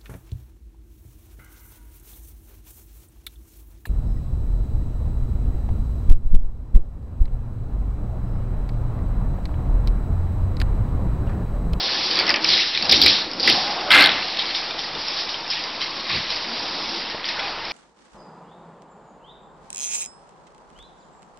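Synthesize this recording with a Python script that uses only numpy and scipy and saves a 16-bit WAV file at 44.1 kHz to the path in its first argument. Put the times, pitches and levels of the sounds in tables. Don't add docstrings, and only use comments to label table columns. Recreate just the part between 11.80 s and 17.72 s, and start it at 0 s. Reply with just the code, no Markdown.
import sys
import numpy as np
from scipy import signal
from scipy.fft import rfft, irfft
from scipy.io import wavfile
from scipy.ndimage import uniform_filter1d

SR = 44100
rng = np.random.default_rng(int(sys.argv[2]) if len(sys.argv) > 2 else 0)


def nominal_scale(level):
    x = np.asarray(level, float) / 20
    return 10 ** x


def int16_out(signal):
    q = np.round(np.clip(np.atleast_2d(signal).T, -1, 1) * 32767)
    wavfile.write(sys.argv[1], SR, q.astype(np.int16))


N = 261072


def evened(x):
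    return x / np.sqrt(np.mean(x ** 2) + 1e-20)


def add(mix, s, sound):
    part = mix[round(s * SR):][:len(sound)]
    part += sound[:len(part)]


def track(rows, axis):
    rows = np.array(rows)
    return np.interp(np.arange(N) / SR, rows[:, 0], rows[:, axis])


def curve(rows, axis):
    t = np.arange(N) / SR
    return nominal_scale(track(rows, axis)) * (t >= rows[0][0]) * (t <= rows[-1][0])


def swells(steady_db, rows):
    swell_db = 12
    t, power = np.arange(0, N / SR, 0.001), 0
    for s, rise, fall, db in rows:
        away = np.maximum((s - t) / max(rise, 0.002), (t - s) / max(fall, 0.002))
        power = power + nominal_scale(2 * (db - swell_db * away))
    return np.sqrt(nominal_scale(2 * steady_db) + np.interp(np.arange(N) / SR, t, power))


def ring(hz, t60, size=4000):
    t = np.arange(size) / SR
    return nominal_scale(-60 * t / max(t60, 1e-3)) * np.sin(2 * np.pi * hz * t)


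def stressed(x, hz, width, db):
    turn = np.exp(2j * np.pi * np.cumsum(hz) / SR)
    r = np.exp(-np.pi * width / SR)
    peak = 2 * (turn * signal.lfilter([1 - r], [1, -r], x / turn)).real
    return evened(x + nominal_scale(db) * peak)


def droplets(spectrum, per_s, spread_db, cycles, mist, patchy_db):
    f, db = np.transpose(spectrum)
    landed = rng.random(N) < per_s / SR
    size = nominal_scale(spread_db * np.minimum(rng.exponential(1, N), 2.7)) * landed
    which, out = rng.integers(0, 16, N), np.zeros(N)
    for k, hz in enumerate(np.geomspace(f[1], f[-2], 16)):
        clump = uniform_filter1d(rng.standard_normal(N), 1200)
        clump = evened(uniform_filter1d(clump, 600))
        source = evened(size * (which == k)) + mist * rng.standard_normal(N)
        drop = ring(hz, cycles / hz) * nominal_scale(np.interp(np.log(hz), np.log(f), db)) * hz
        out += signal.oaconvolve(source * nominal_scale(patchy_db * clump), drop)[:N]
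    hz = np.fft.rfftfreq(N, 1 / SR)
    edges = 1 / np.sqrt((1 + (f[1] / (hz + 1)) ** 8) * (1 + (hz / f[-2]) ** 8))
    return evened(irfft(rfft(out) * edges, N))


def spray():
    # (frequency [Hz], density [dB per Hz])
    fizz_colour = [(1530, -35), (2600, -2), (2850, -16.5), (3870, 5.5), (4630, -11), (5020, 6), (5400, 0),
                   (5900, 4), (7670, -53.5), (13000, -120)]
    # (frequency [Hz], density [dB per Hz])
    patter_colour = [(710, -35), (1200, 0.5), (1290, -45), (1630, 0), (2180, 3), (2830, 0), (3600, -2.5),
                     (4680, -18), (7920, -120)]
    # (time [s], flow on the fur [dB], share reaching the puddle [dB], brightest colour [Hz])
    jet = [(0.0, -23, -11, 4710), (0.38, -23, -8.5, 4560), (0.47, -28, -6, 4500), (0.6, -50, 4, 4380),
           (0.85, -48.5, -10, 3820), (1.07, -28.5, -6.5, 4130), (1.4, -24.5, -19.5, 4020),
           (1.47, -42, -1, 4220), (1.59, -33.5, -7, 4750), (1.77, -23, -8, 4760), (2.06, -31, -6, 4760),
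           (2.36, -27, -7.5, 4210), (3.13, -34, -3.5, 4780), (3.66, -34, -5, 5060), (4.24, -33.5, -5, 4300),
           (5.0, -28, -8.5, 5110), (5.42, -43.5, 4, 4470), (5.92, -32.5, -3, 4600)]
    # (peak time [s], rise [s], fall [s], fizz level [dB], share reaching the puddle
    # [dB])
    jet_gushes = [(0.4, 0.041, 0.046, -27.5, 4.5), (0.499, 0.033, 0.034, -27, 8.5),
                  (0.542, .003, 0.05, -33.5, 13), (0.648, 0.0018, 0.015, -25, 5),
                  (0.69, 0.062, 0.25, -17.5, -9.5), (0.74, 0.076, 0.084, -15, -13.5),
                  (0.805, 0.075, 0.1, -19.5, -6), (0.95, .04, 0.11, -25.5, -3.5),
                  (1.096, 0.0032, 0.015, -12.5, -9.5), (1.128, 0.023, 0.14, -15, -12.5),
                  (1.218, 0.0037, 0.093, -17, -25.5), (1.265, 0.0043, 0.033, -16.5, -11),
                  (1.29, 0.063, 0.12, -15.5, -8), (1.598, 0.0052, 0.062, -32.5, -25),
                  (1.645, .012, 0.085, -17, -28.5), (1.678, 0.0026, 0.052, -25.5, 9),
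                  (1.699, 0.049, 0.065, -13.5, -14.5), (2.108, 0.002, 0.2, -31, 15),
                  (2.2, 0.055, 0.095, -23, 9.5),
                  (2.6, 0.049, 0.48, -32, -3.5), (2.751, 0.0062, 0.061, -21, -15),
                  (3.0, .03, 0.11, -28, -18), (3.27, 0.14, 0.26, -29, -30.5),
                  (3.4, 0.13, 0.068, -24, -10.5), (3.5, 0.036, 0.24, -32, -21),
                  (3.706, 0.021, 0.054, -27.5, -27), (3.724, .01, 0.19, -27.5, -4.5),
                  (4.02, 0.022, 0.092, -25.5, -6), (4.12, .04, .06, -40.5, -7),
                  (4.2, .06, 0.076, -30.5, -28), (4.3, 0.04, 0.28, -27.5, -3),
                  (4.355, 0.075, 0.084, -30.5, 0), (4.52, 0.05, 0.1, -25, -16),
                  (4.77, 0.051, 0.1, -32.5, -10.5), (5.16, 0.2, 0.14, -28, -13),
                  (5.3, 0.13, 0.12, -30.5, -6.5), (5.447, 0.017, 0.046, -33.5, 3.5),
                  (5.49, 0.035, 0.16, -27, -5.5), (5.6, 0.011, 0.062, -34.5, 3.5),
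                  (5.68, 0.13, 0.099, -31.5, -4)]
    gushes = jet_gushes

    fizz = droplets(fizz_colour, 4000, 1.0, 11.6, 1.6, 1.6)
    fizz = stressed(fizz, track(jet, axis=3), 700, -6.0)
    fizz = np.clip(fizz, -2.7, 2.7)
    patter = droplets(patter_colour, 1500, 2.9, 30.0, 0.97, 2.0)

    flow_db = track(jet, axis=1)
    puddle_db = flow_db + track(jet, axis=2)
    on_fur = swells(flow_db, [(s, rise, fall, db) for s, rise, fall, db, share in gushes])
    in_puddle = swells(puddle_db, [(s, rise, fall, db + share) for s, rise, fall, db, share in gushes])
    return fizz * on_fur + patter * in_puddle


def tub():
    # (frequency [Hz], density [dB per Hz])
    drum_colour = [(250, -37), (420, -3), (478, -0.5), (594, -5.5), (657, 2), (841, 2.5), (1600, -2),
                   (2080, -14), (3520, -120)]
    # (frequency [Hz], density [dB per Hz])
    boom_colour = [(100, -36), (170, -16), (247, -9), (297, 1), (371, 1.5), (437, -25), (520, 3.5),
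                   (680, -29.5), (1140, -120)]
    # (frequency [Hz], density [dB per Hz])
    rumble_colour = [(16, -46), (28, -6), (59, -2.5), (140, -2.5), (177, 1), (210, 5), (270, -23.5),
                     (460, -120)]
    # (time [s], slap level [dB], wetted floor note [Hz], note strength [dB])
    floor = [(0.0, -34.5, 770, 1), (0.33, -34, 730, -11.5), (0.4, -27, 970, -31), (0.72, -34, 807, -12),
             (0.98, -41.5, 845, -3), (1.05, -32.5, 705, 5), (1.37, -32.5, 925, -10.5),
             (1.5, -39, 790, -10.5), (1.75, -30.5, 775, 4.5), (2.05, -31.5, 735, 1),
             (2.18, -20, 914, -15.5), (2.47, -36, 783, -4.5), (3.35, -36, 860, -10), (4.15, -38.5, 1107, 3),
             (4.98, -33.5, 893, -20.5), (5.47, -38.5, 938, -1), (5.6, -32, 956, -7),
             (5.92, -35.5, 936, -13.5)]
    # (frequency [Hz], width [Hz], level [dB])
    wall = [(222, 21, -8.5), (335, 36, -12)]
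    # (peak time [s], length [s], boom level [dB], rumble below the boom [dB])
    shifts = [(0.182, 0.58, -39, -12), (0.362, 0.23, -37, -17), (0.494, 0.19, -34, -9),
              (0.716, 0.12, -35, -8), (1.047, 0.14, -36.5, -7), (1.134, 0.055, -27, -4),
              (1.254, 0.12, -27.5, -7), (1.612, 0.74, -38.5, -15), (1.7, 0.14, -30.5, -9),
              (2.22, 0.17, -30.5, -7.5), (2.61, 0.18, -43.5, -8), (2.986, 0.15, -44, -14.5),
              (3.164, .07, -39.5, -7), (4.046, 1, -46, -12.5), (4.365, 0.063, -39.5, 6),
              (4.734, 0.3, -40.5, -21), (4.987, 0.16, -40.5, -8), (5.18, 0.24, -40, -28)]
    boom_db, rumble_db = -45.5, -51.5
    follow = 0.45
    shift_rise = 0.85

    slap = droplets(drum_colour, 600, 1.7, 17.7, 2.46, 0.92)
    slap = stressed(slap, track(floor, axis=2), 120, track(floor, axis=3))
    boom = droplets(boom_colour, 440, 0.66, 11.3, 1.27, 1.0)
    for hz, width, db in wall:
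        boom = stressed(boom, np.full(N, hz), width, db)
    rumble = droplets(rumble_colour, 220, 4.0, 17.0, 11.0, 0.55)

    water_db = track(floor, axis=1)
    moved_db = follow * (water_db - water_db.mean())
    boom_swells = [(s, shift_rise * d, d, db) for s, d, db, under in shifts]
    rumble_swells = [(s, shift_rise * d, d, db + under) for s, d, db, under in shifts]
    booming = swells(boom_db + moved_db, boom_swells)
    rumbling = swells(rumble_db + moved_db, rumble_swells)
    return slap * nominal_scale(water_db) + boom * booming + rumble * rumbling


def hums():
    # (middle time [s], length [s], level [dB], note [Hz])
    wall_notes = [(0.33, 0.1, -41.5, 314), (0.395, 0.092, -31, 361), (0.487, 0.057, -37, 310),
                  (0.532, .1, -32, 576), (0.652, 0.15, -34.5, 317.5), (1.133, 0.099, -32, 222),
                  (1.251, 0.21, -28.5, 285.7), (1.703, 0.18, -35.5, 223.7), (1.792, .2, -29, 743),
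                  (1.869, 0.079, -33, 582), (1.898, .08, -29.5, 828), (1.96, 0.11, -41, 744),
                  (2.017, 0.119, -34, 732), (2.074, 0.072, -36, 746), (2.099, .13, -30.5, 592),
                  (2.123, .08, -36.5, 996), (2.199, 0.18, -26, 292.3), (2.247, 0.083, -25, 790),
                  (4.72, 0.16, -39, 233), (4.82, .2, -40, 334.4), (5.508, 0.038, -32, 2150),
                  (5.086, 0.1006, -39, 222), (5.15, 0.18, -37, 339), (5.645, 0.096, -30.5, 808),
                  (5.72, 0.09, -38, 1310)]
    out = np.zeros(N)
    for s, length, db, hz in wall_notes:
        u = np.arange(0, length, 1 / SR)
        bulge = np.sin(np.pi * u / length) ** 2
        add(out, s - length / 2, nominal_scale(db) * bulge * np.sin(2 * np.pi * hz * u))
    return out


def splats():
    # (time [s], peak level [dB], high ring [Hz], low ring [Hz])
    near_blobs = [(0.3118, -1, 4800, 3050), (0.4676, -2.5, 4550, 3330), (0.4784, -10.5, 5340, 2000),
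                  (0.5026, -22, 4770, 3030), (0.5408, -15, 4680, 2400), (0.5607, -7, 4330, 3130),
                  (0.6445, -7, 5350, 2300), (0.9233, -20, 3840, 2530), (0.9493, -6, 3400, 3160),
                  (0.9762, -1.5, 3960, 2520), (1.0264, -1.5, 4500, 2690), (1.054, -4, 4940, 2800),
                  (1.0945, -1.5, 3330, 3030), (1.1131, -5.5, 4820, 2710), (1.1258, 2, 3760, 3020),
                  (1.2163, -11, 4300, 2870), (1.2618, 5.5, 4180, 2360), (1.417, -17, 3900, 1720),
                  (1.514, -31, 5000, 2510), (1.534, -10.5, 5150, 2920), (1.597, -15, 4940, 2400),
                  (1.6343, -14, 4640, 2990), (1.6762, 1, 4900, 2030), (2.0104, -12, 4630, 2740),
                  (2.1067, 0, 3330, 2060), (2.1147, -10, 3070, 2230)]
    # (time [s], peak level [dB], high ring [Hz], low ring [Hz])
    far_blobs = [(2.3178, -3, 3870, 2050), (2.5197, -25, 3740, 3190), (2.5716, -8, 3800, 3050),
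                 (2.5934, -3, 3800, 3180), (2.6563, -12, 3340, 2260), (2.7063, -13.5, 4120, 3140),
                 (2.7487, -8, 3700, 3100), (2.9086, -7.5, 3640, 2460), (2.9921, -11, 3530, 3260),
                 (3.1513, -11, 3610, 2920), (3.2166, -11.5, 4760, 2430), (3.283, -6.5, 5320, 2660),
                 (3.492, -9, 3700, 2980), (3.5434, -12.5, 3200, 3210), (3.6791, -12, 5440, 2790),
                 (3.703, -12.5, 5230, 2920), (3.8387, -7.5, 5000, 2050), (4.0098, -9.5, 3300, 3200),
                 (4.0165, -5, 4000, 3140), (4.2963, -8, 4810, 2800), (4.504, -5, 3990, 3100),
                 (5.437, -21, 2600, 2320), (5.488, -6, 4200, 1900), (5.595, -7, 3360, 2500),
                 (5.8517, -15, 5200, 1850)]
    kinds = ((near_blobs, -1.3, -10, 0.032), (far_blobs, -12.5, 3.9, 0.04))
    out, t = np.zeros(N), np.arange(8000) / SR
    band = signal.butter(2, [1800, 6500], "bandpass", fs=SR, output="sos")
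    for rows, base_db, db_per_khz, t60 in kinds:
        for s, db, high_hz, low_hz in rows:
            low_db = base_db + db_per_khz * (low_hz / 1000 - 2)
            hit = ring(high_hz, 0.019) + nominal_scale(low_db) * ring(low_hz, 0.032)
            hit += 0.82 * ring(5300, 0.011) + 0.18 * ring(3000, 0.0036)
            add(out, s, nominal_scale(db - 10.5) * hit)
            spatter = signal.sosfilt(band, rng.standard_normal(len(t)))
            add(out, s + 0.0019, nominal_scale(db - 20.5 - 60 * t / max(t60, 0.01)) * spatter)
    return out


def spurts():
    # (time [s], level [dB], colour [Hz], t60 [s])
    puffs = [(0.3552, -18, 4800, 0.019), (0.389, -25, 4700, .02), (0.3992, -19, 4580, .04),
             (0.4915, -8, 5200, 0.022), (0.5402, -13.5, 5240, 0.02), (0.5412, -20, 3000, 0.024),
             (0.544, -25, 2200, 0.056), (0.5595, -13.5, 5260, 0.022), (0.6445, -11.5, 5200, 0.02),
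             (0.645, -19.5, 2720, 0.026), (1.094, -19, 5000, 0.033), (1.1125, -8.5, 5000, 0.11),
             (1.123, -10, 3960, 0.11), (1.124, -13.5, 2300, 0.073), (1.142, -19, 3900, 0.094),
             (1.16, -10.5, 5000, 0.059), (1.2154, -7.5, 4240, 0.039), (1.223, -10, 4700, 0.062),
             (1.2615, -12.5, 2320, 0.083), (1.281, -12, 4300, .03), (1.299, -17.5, 4740, 0.032),
             (1.326, -23, 3900, 0.089), (1.418, -17, 3900, 0.026), (1.514, -25, 4900, .04),
             (1.597, -18.5, 4680, 0.084), (2.114, -9, 3560, 0.044), (2.12, -24, 4400, 0.027),
             (2.146, -12, 1700, 0.072), (2.156, -12, 1580, .1), (2.188, -9, 2350, 0.042),
             (2.195, -15, 3900, 0.05), (2.24, -5.5, 3900, 0.029), (2.257, -12.5, 3680, .03),
             (2.589, -15.5, 3920, .03), (2.598, -20, 3500, 0.063), (2.621, -23, 3620, 0.045),
             (2.703, -24.5, 3020, 0.058), (2.746, -28.5, 3700, 0.072), (2.754, -22, 5100, 0.13),
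             (3.702, -21, 5130, 0.054), (3.711, -22, 5240, .1), (3.713, -32, 3330, .2),
             (3.721, -32, 2200, .1), (3.752, -29, 3500, 0.17), (3.771, -28, 3020, 0.19),
             (4.295, -28.5, 2300, 0.32), (4.313, -25.5, 4300, 0.33), (4.36, -24, 4680, 0.093),
             (5.453, -27.5, 4880, 0.16), (5.56, -32, 1500, .5)]
    half_width = 0.26 / 2
    out, t = np.zeros(N), np.arange(8000) / SR
    onset = np.minimum(t / 0.00077, 1)
    for s, db, hz, t60 in puffs:
        limits = [hz * (1 - half_width), hz * (1 + half_width)]
        band = signal.butter(2, limits, "bandpass", fs=SR, output="sos")
        puff = evened(signal.sosfilt(band, rng.standard_normal(len(t))))
        add(out, s, nominal_scale(db - 60 * t / max(t60, 0.01)) * onset * puff)
    return out


def ticks():
    # (time [s], peak level [dB], ring [Hz])
    drops = [(0.356, -6, 4750), (0.3982, 0, 4570), (0.468, -7, 5030), (0.4795, -5, 5200),
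             (0.5416, -5, 2980), (0.5598, -9, 5160), (0.644, -6, 2900), (0.6448, 0, 5270),
             (0.69, -2.5, 4830), (0.7025, 0, 4300), (0.715, -4, 4180), (0.743, -2, 4000), (0.771, -2, 4100),
             (0.9515, -4, 3520), (0.9755, 1.5, 3910), (0.996, -11, 4000), (1.0246, -2, 4800),
             (1.0455, -11, 4500), (1.0702, -12, 3200), (1.0944, 0, 5000), (1.142, 1, 3730),
             (1.181, -12, 5000), (1.2166, 0, 4310), (1.3003, -7, 4770), (1.418, -14, 3950),
             (1.514, -16, 4970), (1.5975, -15, 4660), (1.63, -0.5, 4630), (1.634, 1, 4690),
             (1.6986, -4.5, 4850), (1.726, 1, 4700), (1.6766, 3, 2120), (1.6781, -2, 2860),
             (2.105, 2, 3130), (2.148, -7.5, 2130), (2.213, -2, 2320), (2.2235, -0.5, 3880),
             (2.26, -1, 3670), (2.291, -5, 3000), (2.3184, -10, 3900), (2.5705, -8, 4000),
             (2.589, -14, 3900), (2.7495, -5, 3700), (3.285, -7, 5130), (3.493, -18, 3530),
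             (3.5427, -17, 3150), (3.7032, -12, 5350), (3.7125, -11, 5200), (3.7215, -13, 3270),
             (3.838, -14, 5000), (4.009, -14.5, 3260), (4.3135, -13, 4300), (4.368, -15, 4740),
             (5.4435, -8, 3180), (5.597, -17, 3430)]
    out = np.zeros(N)
    onset = np.minimum(np.arange(4000) / SR / 0.0005, 1)
    for s, db, hz in drops:
        add(out, s, nominal_scale(db - 3.0) * ring(hz, 0.0075) * onset)
    return out


def slaps():
    # (time [s], peak level [dB], ring [Hz])
    hits = [(0.371, -1.5, 4740), (0.3903, 2, 4760), (0.4938, -11, 5430), (0.5041, 6.5, 4870),
            (1.1159, 0.5, 4710), (1.1218, -1.5, 3830), (1.1432, 1, 3240), (1.1631, -6, 4170),
            (1.2171, 2.5, 4570), (1.2263, 1.5, 3410), (1.2369, 5.5, 4930), (1.2464, 0.5, 4750),
            (1.2631, 6, 3850), (1.2811, 5.5, 4570), (1.2992, -22, 4730), (1.673, -12, 5060),
            (1.692, -6, 4000), (1.7, 5, 3000), (1.7073, -3, 4030)]
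    out = np.zeros(N)
    for s, db, hz in hits:
        add(out, s, nominal_scale(db - 5.5) * ring(hz, 0.0059))
    return out


def thuds():
    # (time [s], peak level [dB], wall note [Hz], t60 [s])
    paws = [
        (0.457, -39, 81, 0.21),
        (1.103, -13.5, 74, 0.23),
        (1.221, -8.5, 72, 0.19),
        (4.336, -12, 119, 0.13),
        (4.334, -9, 174, 0.08),
        (4.338, -23, 65, 0.2),
        (4.47, -33, 45, 0.44),
        (5.68, -34, 40, 0.36),
        (5.87, -30, 45, 0.3),
    ]
    out, t = np.zeros(N), np.arange(16000) / SR
    for s, db, hz, t60 in paws:
        soft = 1 - np.exp(-t / 0.044)
        add(out, s, nominal_scale(db - 6.0) * ring(hz, t60, size=len(t)) * soft)
    return out


def snort():
    # (time [s], breath force [dB])
    breath = [
        (2.095, -36.5),
        (2.104, -26.5),
        (2.1065, -5.5),
        (2.139, -4),
        (2.205, -14.5),
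        (2.211, -3.5),
        (2.353, -39.5),
        (2.36, -30),
    ]
    # (frequency [Hz], width [Hz], level [dB])
    cavities = [(1330, 54, -10.5), (1560, 38, 3), (1700, 300, 5), (2096, 120, 10), (2315, 57, -7),
                (2620, 64, -4), (3330, 110, -31), (4300, 130, -2.5), (4750, 29, -8)]
    # (time [s], peak level [dB], ring [Hz])
    flaps = [(2.107, -12.5, 3330), (2.1156, 4, 3620), (2.121, 4, 4240), (2.128, 4.5, 4300),
             (2.133, -9.5, 4300), (2.143, 1, 3720), (2.148, 5, 3520), (2.1539, 9, 3350),
             (2.1668, 7.5, 3500), (2.1766, 2.5, 4130), (2.1874, -1, 3520), (2.195, 4.5, 3870),
             (2.2013, 6.5, 3760), (2.2093, 9.5, 4140), (2.2233, 4, 4330), (2.241, 6.5, 3850),
             (2.2494, 2, 4380), (2.26, 3.5, 3650), (2.2727, 3.5, 3900), (2.293, 2, 3730)]
    roughness = evened(uniform_filter1d(rng.standard_normal(N), 120))
    air = rng.standard_normal(N) * nominal_scale(0.81 * roughness)
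    nose = sum(nominal_scale(db) * np.sqrt(width) * ring(hz, 3.6 / (0.96 * width)) for hz, width, db in cavities)
    voiced = evened(signal.oaconvolve(air, nose)[:N])
    hiss = evened(signal.oaconvolve(air, ring(4400, 0.0028, size=400))[:N])
    out = (voiced + nominal_scale(-21.0) * hiss) * curve(breath, axis=1) * nominal_scale(-7.5)
    for s, db, hz in flaps:
        add(out, s, nominal_scale(db - 3.5) * (ring(hz, 0.0042) + 0.2 * ring(5.4 * hz, 0.0011)))
    return out


def drips():
    # (time [s], peak level [dB], bubble [Hz])
    bubbles = [
        (4.304, -25, 1090),
        (5.3465, -29.5, 460),
        (5.3465, -27, 620),
        (5.3465, -30, 850),
        (5.912, -24.5, 2330),
    ]
    out, t = np.zeros(N), np.arange(16000) / SR
    for s, db, hz in bubbles:
        add(out, s, nominal_scale(db + 2.5 - 60 * t / 0.034) * np.sin(2 * np.pi * hz * t * (1 + 3 * t)))
    return out


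def bathroom(x):
    taps, at = np.zeros(SR // 2), np.arange(150, SR // 2 - 22, 22)
    sign = rng.choice([-1., 1.], len(at))
    taps[at + rng.integers(0, 22, len(at))] = sign * nominal_scale(-60 * at / SR / 0.18)
    return signal.oaconvolve(x, taps / np.linalg.norm(taps))[:N]


def scene():
    small = signal.butter(2, 900, "highpass", fs=SR, output="sos")
    near = signal.sosfilt(small, splats() + slaps() + snort())
    water = spray() + tub() + spurts() + ticks() + drips()
    mono = water + hums() + thuds() + near + nominal_scale(-6.0) * bathroom(near)
    return np.array([mono, mono])


def low_pass(x):
    return signal.sosfilt(signal.butter(12, 15900, fs=SR, output="sos"), x)


def record(dry):
    converter_limit, overload, offset = 0.85, 0.72, -0.0026
    edge = signal.firwin(161, 5656, window=("kaiser", 11), fs=SR)[None]
    saturated = np.clip(dry, -converter_limit, converter_limit)
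    narrow = signal.oaconvolve(saturated, edge, "same")
    finished = np.clip(narrow + offset, -overload, overload)
    return low_pass(finished)


dry = scene()
out = record(dry)
int16_out(out)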